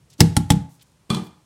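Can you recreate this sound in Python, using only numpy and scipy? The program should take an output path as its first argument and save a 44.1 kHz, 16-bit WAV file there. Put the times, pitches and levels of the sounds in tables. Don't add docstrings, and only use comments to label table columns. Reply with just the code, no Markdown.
import sys
import numpy as np
from scipy import signal
from scipy.fft import rfft, irfft
from scipy.io import wavfile
from scipy.ndimage import uniform_filter1d

SR = 44100
rng = np.random.default_rng(int(sys.argv[2]) if len(sys.argv) > 2 else 0)


def pcm_store(signal):
    levels = np.round(np.clip(np.atleast_2d(signal), -1, 1) * 32767)
    wavfile.write(sys.argv[1], SR, levels.astype(np.int16).T)


def ratio(d):
    e = np.asarray(d, float) / 20
    return 10 ** e


N = 63945
T = np.arange(N) / SR

# f/Hz, density level/dB
HUSH_SPECTRUM = [(15, -41.5), (25, -14.5), (146, -6.5), (231, -17.5), (720, -25), (970, -24), (1710, -30.5),
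                 (9200, -34), (16200, -49.5)]
# t/s, length/s, level/dB, centre f/Hz
RUBS = [(0.0982, 0.02, -55, 6000), (0.116, 0.041, -58, 4100), (0.133, 0.012, -53, 6000),
        (0.179, 0.014, -53, 5750), (0.32, 0.14, -56.5, 4070), (.69, 0.1, -60.5, 8060),
        (0.793, .014, -59, 3500), (.820, 0.015, -51.5, 8450), (0.807, 0.025, -54.5, 3670),
        (0.834, 0.12, -70.5, 5950), (1.232, 0.054, -58, 11000)]
# f/Hz, t60/s, level/dB
ROOM_BANDS = [(129.6, 0.28, -18.5), (294, 0.33, -18.5), (696, 0.44, -20), (1530, .4, -17.5),
              (3500, 0.32, -15.5), (7340, 0.37, -18), (11000, .2, -17.5)]
# end t/s, length/s, low tone level/dB, hiss level/dB
LEADS = [
    (0.2095, .022, -10, -22),
    (0.371, 0.036, -42.5, -42),
    (0.505, 0.026, -29.5, -39.5),
    (1.098, 0.0078, -35, -45),
]
# t/s, crack level/dB, blow level/dB, contact/ms, crack tilt/(dB per octave)
BLOWS = [
    (0.2047, -6.5, 0, 1.6, 0.7),
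    (0.2124, -15.5, -12.5, 3.3, -6),
    (.3660, -16.5, -1, 1.37, -1.25),
    (.5030, -12.5, -.5, 1.7, -1.7),
    (0.5182, -25.5, -23, 0.89, -0.9),
]
BLOW_SPOT = [0, 0, 1, 2, 2]
# f/Hz, density level/dB
CRACK_SPECTRUM = [(500, -24.5), (1100, -8.5), (2180, -6.5), (2680, -8), (5340, -4), (6480, -7),
                  (12200, -10.5), (16200, -20.5)]
# f/Hz, width/Hz, level/dB at the first, second and third spot
SHELL_MODES = [(1390, 82, -14, 7, -1), (2056, 310, 7, -19, -7), (3400, 160, -3, 8, 13.5),
               (4140, 320, 4.5, -3, -17), (5290, 2100, -3, -4, -18.5), (7835, 500, -5, 9.5, 5.5),
               (9440, 600, -7, 13.5, -5.5)]
# f/Hz, t60/s, level/dB at the first, second and third spot
WALL_MODES = [(57.4, .2, -24, -22.5, -19), (92.4, 0.16, -2.5, -7, -7.5), (116.6, 0.13, -9, -14.5, -19),
              (132.34, 0.37, -22, -24.5, -18.5), (157.4, 0.15, -6.5, -15, -9),
              (164.1, 0.34, -9.5, -21.5, -14.5), (192.5, .22, -17.5, -33, -10.5),
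              (222.2, 0.1, -7, -9.5, -9.5), (276.7, 0.12, -7, -11.5, -7), (352.5, .06, -12.5, -19, -18.5),
              (471.8, 0.17, -12.5, -34.5, -19), (729, 0.072, -11.5, -22, -26.5)]
WALL_SIGN = [-1, 1, 1, 1, 1, 1, 1, -1, 1, -1, 1, -1]
# f/Hz, t60/s, level/dB at the first, second and third spot
CLONK_MODES = [(849.3, 0.098, -4.5, 0, 0), (831.7, 0.17, -20.5, -10.5, -6.5), (855, .055, -13, -5.5, -11),
               (852, .35, -36.5, -25.5, -26.5), (1200, 0.033, -21, -5, -28)]
# t/s, f/Hz, level/dB, t60/s
TOUCHES = [
    (.5035, 3150, -20, .045),
    (.5190, 5500, -30, .02),
    (.8190, 3110, -58, .06),
    (.2065, 4180, -16, .035),
]
# t/s, crack level/dB, thump level/dB, contact/ms, crack tilt/(dB per octave)
LANDINGS = [
    (1.1012, -26, -47, 6.3, 0.8),
    (1.103, -26.5, -8.5, 1.9, 1.7),
    (1.1250, -40, -21.5, 1.7, -10.5),
    (1.1458, -27, -24.5, 2.1, 2),
    (1.168, -38, -21, 0.75, 1.5),
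    (1.182, -43.5, -33, 0.7, 0),
]
# f/Hz, density level/dB
CLATTER_SPECTRUM = [(290, -30), (500, -4), (650, -2), (1180, 3.5), (1650, -11.5), (3470, -12.5),
                    (6210, -14.5), (9480, -17.5), (16200, -37)]
# f/Hz, level/dB, t60/s
TOP_MODES = [(79.7, -27, 0.34), (127.6, -21, 0.17), (175.3, -6.5, 0.18), (193, -2.5, 0.064),
             (227.5, -11.5, 0.11), (306.4, -26, 0.37), (395.4, -8.5, 0.075), (465.4, -18.5, 0.27),
             (595, -19, 0.067), (750, -15.5, 0.19), (842, -10, .2)]
TOP_SIGN = [-1, 1, 1, 1, -1, 1, -1, 1, -1, 1, -1]
# f/Hz, width/Hz, level/dB
BOWL_MODES = [(1185, 25, 0.5), (1217, 44, 9.5), (2393, 28.6, 21), (3166, 65, 15), (3430, 77, 20),
              (4060, 75, 15), (4426, 77, 17), (8220, 670, 5)]


def unit(x):
    return x / np.sqrt(np.mean(x ** 2))


def noise():
    return rng.standard_normal(N)


def shaped(x, points, tilt_db=0.):
    f = np.maximum(np.fft.rfftfreq(len(x), 1 / SR), 10)
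    hz, db = np.array(points).T
    gain_db = np.interp(np.log(f), np.log(hz), db) + tilt_db * np.log2(f / 4000)
    return irfft(rfft(x) * ratio(gain_db), len(x))


def band(x, hz, width):
    return signal.lfilter(*signal.iirpeak(min(hz, .45 * SR), hz / width, fs=SR), x)


def band_twice(x, hz, width):
    return unit(band(band(x, hz, width), hz, width))


def ring(x, hz, t60):
    pole = np.exp(2j * np.pi * hz / SR - np.log(1000) / (t60 * SR))
    return signal.lfilter([1], [1, -pole], x).imag


def decay(at, t60):
    u = np.maximum(T - at, 0)
    return (1 - np.exp(-u / 0.00065)) * ratio(-60 * u / t60)


def push(at, ms):
    u = np.maximum(T - at, 0) / (ms / 4000)
    force = u * np.exp(-u)
    return force / force.sum()


def floor():
    hush = ratio(-60) * unit(shaped(noise(), HUSH_SPECTRUM))
    rumble_db = 5 * np.clip(1 - T / .9, 0, 1)
    return hush + band(hush, 112, 130) * (ratio(rumble_db) - 1)


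def rustles():
    grains_per_s, spread_db = 2500, 3.5
    chance = rng.random((3, N))
    happens = chance[0] < grains_per_s / SR
    size = ratio(-spread_db * np.log(chance[1] + 1e-9))
    grains = unit(happens * size * np.sign(chance[2] - .5)) + .6 * noise()
    out = 0
    for at, length, db, hz in RUBS:
        swell = np.sin(np.pi * np.clip((T - at) / length, 0, 1) ** .6) ** 0.62
        out = out + ratio(db) * swell * band_twice(grains, hz, 1.2 * hz)
    return out


def room(x):
    gap_s, diffuse_hz, blur_share, air_hz = 0.006, 1000, 0.82, 11500
    u = np.maximum(T[:SR // 2] - gap_s, 0)
    echoes, hiss = 0, 0
    for hz, t60, db in ROOM_BANDS:
        air = band_twice(noise(), hz, hz)
        fade = (u > 0) * ratio(-60 * u / t60)
        fade = ratio(db) * 0.42 * fade / np.sqrt(np.sum(fade ** 2))
        blur = blur_share * (hz > diffuse_hz)
        echoes = echoes + air[-len(u):] * fade * np.sqrt(1 - blur)
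        stored = np.abs(signal.fftconvolve(band(x, hz, hz) ** 2, fade ** 2)[:N])
        hiss = hiss + air * np.sqrt(blur * stored) * 1.5
    air_loss = signal.butter(3, air_hz, fs=SR, output="sos")
    return signal.sosfilt(air_loss, signal.fftconvolve(x, echoes)[:N] + hiss)


def lead_ins():
    low_tone = band_twice(noise(), 204, 200)
    hiss = unit(shaped(noise(), CRACK_SPECTRUM))
    out = 0
    for at, length, low_db, hiss_db in LEADS:
        leading = (T > at - length) * (T < at)
        swell = ratio(37 * np.minimum(T - at, 0) / length)
        out = out + (ratio(low_db) * low_tone + ratio(hiss_db) * hiss) * leading * swell
    return out


def crack(at, db, tilt_db, colour):
    tick_db, tick_t60, burst_t60, rattle_db, rattle_t60 = 2, 0.0058, 0.026, -13, 0.054
    grit = ratio(2.9 * 3.9 * uniform_filter1d(noise(), size=30))
    burst = unit(shaped(noise(), colour, tilt_db))
    tick = unit(shaped(noise(), colour, tilt_db + 4)) * ratio(tick_db) * decay(at, tick_t60)
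    rattle = ratio(rattle_db) * grit * decay(at, rattle_t60)
    return ratio(db) * (tick + burst * (decay(at, burst_t60) + rattle))


def knocks():
    boom_lag_s, clonk_ms = 0.0022, 0.59
    out = 0
    for (at, crack_db, blow_db, ms, tilt), spot in zip(BLOWS, BLOW_SPOT):
        splat = crack(at, crack_db, tilt, CRACK_SPECTRUM)
        out = out + splat
        for hz, width, *db in SHELL_MODES:
            out = out + ratio(db[spot]) * band(splat, hz, width)
        rim_force = push(at, clonk_ms)
        for hz, t60, *db in CLONK_MODES:
            out = out + ratio(crack_db + db[spot]) * ring(rim_force, hz, t60)
        wall_force = push(at + boom_lag_s, ms)
        for (hz, t60, *db), sign in zip(WALL_MODES, WALL_SIGN):
            out = out + ratio(blow_db + db[spot]) * sign * ring(wall_force, hz, t60)
    return out


def pings():
    out = 0
    for at, hz, db, t60 in TOUCHES:
        touch = 1. 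* (np.arange(N) == int(at * SR))
        out = out + ratio(db) * ring(touch, hz, t60)
    return out


def set_down():
    chatter = unit(shaped(noise(), CLATTER_SPECTRUM))
    chatter = chatter * ratio(2.6 * unit(uniform_filter1d(noise(), size=90)))
    cracks = sum(crack(at, db, tilt, CLATTER_SPECTRUM) for at, db, _, _, tilt in LANDINGS)
    cracks = cracks + ratio(-36.5) * chatter * decay(LANDINGS[0][0], 0.4)
    force = sum(ratio(db) * push(at, ms) for at, _, db, ms, _ in LANDINGS)
    out = cracks
    for (hz, db, t60), sign in zip(TOP_MODES, TOP_SIGN):
        out = out + ratio(db) * sign * ring(force, hz, t60)
    for hz, width, db in BOWL_MODES:
        out = out + ratio(db) * band(cracks, hz, width)
    return out


def scene():
    near = knocks() + lead_ins() + rustles() + pings()
    far = set_down()
    return (near + room(near) + far + ratio(7) * room(far) + floor())[None]


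def low_pass(x):
    return signal.sosfilt(signal.butter(12, 16400, fs=SR, output="sos"), x)


def record(dry):
    bass_cut = signal.butter(3, 50, "high", fs=SR, output="sos")
    treble_cut = signal.ellip(8, .2, 60, 15900, fs=SR, output="sos")
    mic = signal.sosfilt(bass_cut, dry)
    limited = signal.sosfilt(treble_cut, np.clip(mic, -1, 1))
    return low_pass(np.clip(limited, -1, 1))


dry = scene()
out = record(dry)
pcm_store(out)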